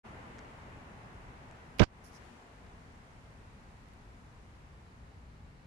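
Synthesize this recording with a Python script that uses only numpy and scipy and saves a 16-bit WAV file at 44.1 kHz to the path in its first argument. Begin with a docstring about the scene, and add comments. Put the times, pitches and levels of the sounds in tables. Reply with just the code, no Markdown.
"""A calm riverside, heard from a hand-held camera with two spaced microphone ports.
Low wind rumble, a broad rush of far water that slowly recedes, a steady wash of distant water and fine hiss:
shaped noise. A finger bumps and drags across the right port (shoves ringing its air, with crackle), then rubs
the case twice (banded noise); the case ticks now and then (short decaying cycles).
The linked gain control ducks both channels after the bump."""
import sys
import numpy as np
from scipy import signal
from scipy.fft import rfft, irfft, next_fast_len
from scipy.io import wavfile
from scipy.ndimage import uniform_filter1d, minimum_filter1d, map_coordinates

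SR = 44100
rng = np.random.default_rng(int(sys.argv[2]) if len(sys.argv) > 2 else 0)


def transcribe(u):
    """Save the signal u as a 16-bit wav file named by the first command-line argument.

    u: samples, shape (n,) or (channels, n), limited to [-1, 1]; the rate is SR.
    q: integer samples, one column per channel.
    """
    v = np.clip(np.atleast_2d(u).T, -1, 1)
    q = np.round(v * 32767).astype(np.int16)
    wavfile.write(sys.argv[1], SR, q)


def gain_from_db(level_db):
    """Turn a decibel level (scalar or array-like) into a linear amplitude factor."""
    decades = np.asarray(level_db, float) / 20
    return 10 ** decades


N = 249606
T = np.arange(N) / SR

# finger slips on the port, pulling out and pushing in by turns: start_s, push_db, dull_crackle_db
SLIPS = [(1.8011, 4, 3), (1.8044, 14, -3), (1.808, 10.5, -9), (1.811, -2, -16), (1.817, 10.5, -2),
         (1.8194, 7.5, -7), (1.827, 5, -6), (1.8322, -11, -6)]
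# dry skin scuffs as the finger touches, lands, slips and lifts: start_s, bright_crackle_db, t60_s
SCUFFS = [(1.7865, -41, .04), (1.794, -10.5, 0.094), (1.798, -0.5, 0.01), (1.817, -30, 0.023),
          (1.831, -27, 0.044), (1.836, -17, 0.022), (1.84, -20, 0.01)]
# resonances of the covered port: centre_hz, width_hz, level_db
PORT_MODES = [(55.5, 150, 4.5), (121, 135, 7.5), (172, 102, 3.5), (410, 390, -7), (1300, 1100, -25.5)]
# colour of the bright skin crackle: frequency_hz, density_db_per_hz
SKIN_SPECTRUM = [(300, -8), (1000, -11), (2500, -9), (3700, -11.5), (5200, -10.5), (7300, -22.5),
                 (10000, -40), (15000, -47), (16000, -62)]
# strokes of a fingertip on the case: start_s, rise_s, fall_s, level_db, upper_band_db
RUBS = [(2.035, 0.0073, 0.08, -62.5, 8.5), (2.105, 0.052, 0.024, -59.5, 0)]
# the case under a rubbing finger: centre_hz, width_hz, level_db
RUB_BANDS = [(5540, 2900, 0.5), (10000, 4300, -9.5)]
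# ticks of the case, and at 1.786 s the click of the finger first touching the right port: start_s, peak_db,
# pitch_hz, left_right_db
TICKS = [(0.3849, -42.5, 6540, -7), (0.3903, -39, 5760, 0), (0.393, -43, 6000, 0), (.4475, -54, 6000, 13),
         (1.512, -45, 7000, 1), (1.571, -53, 6450, 0), (1.786, -42, 10000, -22), (2.666, -51, 4500, 5),
         (3.858, -54, 6000, -6), (3.886, -53, 9000, -6), (3.936, -56, 10500, -14)]
# far water: frequency_hz, density_db_per_hz
RUSH_SPECTRUM = [(100, -23.5), (240, -2), (300, -8), (570, -8.5), (890, -6), (1170, -9.5), (2000, -13),
                 (3000, -22), (4300, -37.5), (8000, -58)]
# steady background wash of distant water: frequency_hz, density_db_per_hz
WASH_SPECTRUM = [(200, -38), (330, 2.5), (430, 3.5), (700, -12), (1300, -5), (2200, -8), (2900, -11),
                 (3600, -34), (6000, -37)]
# wind rumble: frequency_hz, density_db_per_hz
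RUMBLE_SPECTRUM = [(15, -38), (25, -7), (54, -2.5), (118, -5.5), (194, -11.5), (300, -20.5), (390, -43),
                   (660, -120)]
# wind strength, with its lulls: time_s, level_db
WIND_LEVELS = [(0, -53.5), (.75, -54), (1.29, -51.5), (1.35, -54.5), (2.2, -56), (2.46, -61), (2.62, -53.5),
               (2.96, -55.5), (3.07, -58), (3.16, -55), (5.66, -55.5)]
# fine hiss: frequency_hz, density_db_per_hz
HISS_SPECTRUM = [(1500, -17), (3500, 1.5), (5700, -2), (7400, -3.5), (8400, -7.5), (9400, -5.5),
                 (11000, -14.5), (14300, -23.5), (15050, -35), (15250, -70)]
# diffuse sound at the two spaced ports: frequency_hz, left_right_likeness (-1 to 1)
PORT_LIKENESS = [(60, 0.94), (130, 0.94), (290, 0.85), (640, 0.37), (1410, -0.31), (3100, 0.013),
                 (6820, -0.041), (15000, 0.0056)]

# a hand shades the ports and the left grows louder for a moment
SHADE_S, SHADE_WIDTH_S, SHADE_PAN_DB = 2.25, 0.16, 3.5
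# the far water recedes ever more slowly towards this change
RECEDE_LIMIT_DB, RECEDE_TIME_CONSTANT_S = -22, 6.64
# the grip shifts on the ports and the left-right balance moves
GRIP_END_S, GRIP_LENGTH_S = 2.25, 0.36
RIGHT_ONLY = np.array([[0], [1]])


def unit(x):
    """Scaled to rms 1."""
    return x / np.sqrt(np.mean(x ** 2) + 1e-20)


def along(points, hz):
    """Points of (Hz, value) read on a log frequency axis."""
    f, v = np.transpose(points)
    return np.interp(np.log(hz + 1), np.log(f + 1), v)


def filtered(x, response):
    """x times a complex response of frequency."""
    m = next_fast_len(x.shape[-1] + 8192)
    return irfft(rfft(x, m) * response(np.fft.rfftfreq(m, 1 / SR)), m)[..., :x.shape[-1]]


def resonances(modes):
    """Causal response of (Hz, width Hz, dB) resonances, summed with alternating signs."""
    def response(f):
        total = 0
        for k, (centre, width, db) in enumerate(modes):
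            damping = 1j * f * width
            total = total + (-1) ** k * gain_from_db(db) * damping / (centre * centre - f * f + damping)
        return total
    return response


def wobble(rate):
    """A smooth random curve, rate knots a second."""
    knots = rng.standard_normal(int(N * rate / SR) + 4)
    return map_coordinates(knots, [T * rate])


def sides(pan_db):
    """Left and right gains for a left-right difference in dB."""
    return gain_from_db(np.array([pan_db / 2, -pan_db / 2]))


def diffuse(spectrum, patchy_db):
    """Stereo noise from all around, with patches of random gain; its mid signal has rms 1."""
    z = signal.stft(rng.standard_normal((2, N)), nperseg=512)[2]
    field = uniform_filter1d(rng.standard_normal(z.shape[1:]), size=5, axis=0)  # over frequency
    field = uniform_filter1d(field, size=12, axis=1)  # over time
    pair = signal.istft(z * gain_from_db(patchy_db * unit(field)), nperseg=512)[1][:, :N]

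    def mid_side_response(hz):
        # this angle between mid and side yields the likeness of left and right
        angle = np.arccos(np.clip(along(PORT_LIKENESS, hz), -1, 1)) / 2
        return gain_from_db(along(spectrum, hz)) * [np.cos(angle), np.sin(angle)]

    mid, side = filtered(pair, mid_side_response)
    return np.array([mid + side, mid - side]) / np.sqrt(np.mean(mid ** 2))


def burst(start_s, db, t60_s):
    """A sudden start, then a decay of 60 dB in t60_s."""
    return (T >= start_s) * gain_from_db(db - 60 * np.abs(T - start_s) / t60_s)


def bump():
    """Each slip jolts the air trapped in the port with a dull crackle; each scuff sheds bright grit."""
    pushes = np.zeros(N)
    for k, (s, push_db, _) in enumerate(SLIPS):
        pushes[round(s * SR)] = -(-1) ** k * gain_from_db(push_db) * SR / 1000  # area of a one-millisecond shove
    bright = sum(burst(*row) for row in SCUFFS)
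    dull = sum(burst(s, db, t60_s=0.027) for s, _, db in SLIPS)
    bursts = uniform_filter1d(np.array([bright, dull]), size=40)  # each swells within a millisecond
    grit = rng.standard_normal((2, N)) * gain_from_db(1.6 * wobble(2000))  # clumped grains

    def colours(hz):
        skin = gain_from_db(along(SKIN_SPECTRUM, hz))
        muffled = resonances([(500, 1200, 0)])(hz) / (1 + 1j * hz / 4000) ** 3
        return np.array([skin, muffled])

    def port(hz):
        soft = 1 / (1 + 1j * hz / 5000) ** 3  # flesh rounds the shove
        return resonances(PORT_MODES)(hz) * soft

    grit_rms = np.std(filtered(grit, colours), axis=1, keepdims=True)
    crackle = filtered(bursts * grit, colours) / grit_rms
    return filtered(pushes, port) + crackle.sum(0)


def rub_band(band):
    """Fingertip noise through one resonant band of the case."""
    noise = rng.standard_normal(N)
    return gain_from_db(band[2]) * unit(filtered(noise, lambda hz: resonances([band])(hz) ** 3))


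def rubs():
    """A dry fingertip hisses in two bands of the case, each stroke rising, holding and falling."""
    out = np.zeros(N)
    hold_s = 0.0084
    for s, rise, fall, db, upper_db in RUBS:
        ramp = np.interp(T, np.cumsum([s, rise, hold_s, fall]), [0, 1, 1, 0])
        stroke = np.sin(np.pi / 2 * ramp) ** 1.7
        low, high = [rub_band(band) for band in RUB_BANDS]
        out += gain_from_db(db) * stroke * (low + gain_from_db(upper_db) * high)
    return out


def ticks():
    """Tiny snaps of the case, and the click of the finger's first touch, with a rounded start: a few cycles,
    over a lower body."""
    out, t = np.zeros((2, N)), T[:200]
    for s, db, hz, pan_db in TICKS:
        cycles = hz * t
        snap = cycles ** 3 * np.exp(-cycles / 0.44) * np.sin(2 * np.pi * cycles)
        body = 0.37 * cycles * np.exp(-cycles / 1.14) * np.sin(0.6 * np.pi * cycles)
        tick = snap + body
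        first = round(s * SR)
        out[:, first:first + len(t)] += sides(pan_db)[:, None] * gain_from_db(db) * tick / np.abs(tick).max()
    return out


def shade():
    """Bell-shaped course of the hand shading the ports, 0 to 1."""
    return np.exp(-((T - SHADE_S) / SHADE_WIDTH_S) ** 2)


def receded_db():
    """Level change as the far water recedes, an exponential approach in dB."""
    return RECEDE_LIMIT_DB * (1 - np.exp(-T / RECEDE_TIME_CONSTANT_S))


def grip_gains(before_db, after_db):
    """Left and right gains as the grip shifts on the ports, with the left favoured while a hand shades them."""
    balance_db = np.interp(T, [GRIP_END_S - GRIP_LENGTH_S, GRIP_END_S], [before_db, after_db])
    return sides(balance_db + SHADE_PAN_DB * shade())


def rush():
    """Far water: broad diffuse noise that recedes, wavers slightly and is raised briefly by the shading hand."""
    level_db = -53 + receded_db() + 1.4 * shade() + 0.19 * wobble(4.12)
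    return gain_from_db(level_db) * grip_gains(1.2, 1.5) * diffuse(RUSH_SPECTRUM, patchy_db=0.5)


def wash():
    """Steady background wash of distant water: diffuse noise at a constant level, slightly to the left."""
    return gain_from_db(-70.5) * sides(2.2)[:, None] * diffuse(WASH_SPECTRUM, patchy_db=0.5)


def wind():
    """Low rumble in soft lumps, nearly alike at both ports, with lulls."""
    level_db = np.interp(T, *np.transpose(WIND_LEVELS)) + 0.68 * wobble(9.4)
    return gain_from_db(level_db) * sides(1.2)[:, None] * diffuse(RUMBLE_SPECTRUM, patchy_db=0.7)


def hiss():
    """Smooth fine noise that partly follows the receding rush, rises with the shading hand and thins late on."""
    follow_db = 0.33 * receded_db()
    thin_db = -1.5 * np.maximum(T - 4.36, 0)  # dB per second, from 4.36 s
    level_db = -73 + follow_db + thin_db + 3.5 * shade()
    return gain_from_db(level_db) * grip_gains(-1.7, -5) * diffuse(HISS_SPECTRUM, patchy_db=0.5)


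def shimmer():
    """A thin, fluttering band of hiss, to the right, sets in near the end."""
    start_s, rise_s = 4.75, 0.14
    band = unit(filtered(rng.standard_normal(N), lambda hz: resonances([(4150, 1200, 0)])(hz) ** 2))
    onset = np.clip((T - start_s) / rise_s, 0, 1)
    return onset * gain_from_db(-84 + 1.2 * wobble(12)) * band * sides(-7.0)[:, None]


def scene():
    """The bump and rubs on the right port do not reach the left one, and the click of the first touch reaches
    it only faintly; ticks and the riverside reach both."""
    fade_in = np.clip((T - 0.031) / 0.022, 0, 1) ** 2  # the sound sets in at 0.031 s
    riverside = rush() + wash() + wind() + hiss() + shimmer()
    faint = fade_in * (riverside + ticks()) + RIGHT_ONLY * rubs()
    faint = filtered(faint, lambda hz: hz < 15150)  # nothing faint above this, Hz
    return faint + RIGHT_ONLY * bump()


def gain_control(x, knee_db, share, ahead, release, bass_hz, bass_share):
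    """One gain for both channels: drops just ahead of a peak, then the cut in dB dies away; bass is cut less."""
    peak_db = 20 * np.log10(np.abs(x).max(0) + 1e-9)
    over = np.maximum(peak_db - knee_db, 1e-3)
    span = round(ahead * SR)
    held = np.log(-minimum_filter1d(-share * over, span + 1))
    cut = -np.exp(np.maximum.accumulate(held + T / release) - T / release)  # exponential release
    cut = np.roll(uniform_filter1d(cut, span), -span // 2)  # smoothed, then moved earlier
    bass = filtered(x, lambda hz: 1 / (1 + (hz / bass_hz) ** 2))
    return bass * gain_from_db(bass_share * cut) + (x - bass) * gain_from_db(cut)


def roll_off(x):
    """The treble ends steeply here."""
    return signal.sosfilt(signal.butter(12, 16480, fs=SR, output="sos"), x)


def record(dry):
    """The two ports through the linked gain control; ahead and release in seconds."""
    mix = gain_control(dry, knee_db=-17.0, share=0.71, ahead=0.0034, release=0.077,
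                       bass_hz=250, bass_share=0.59)
    return roll_off(mix)


dry = scene()
out = record(dry)
transcribe(out)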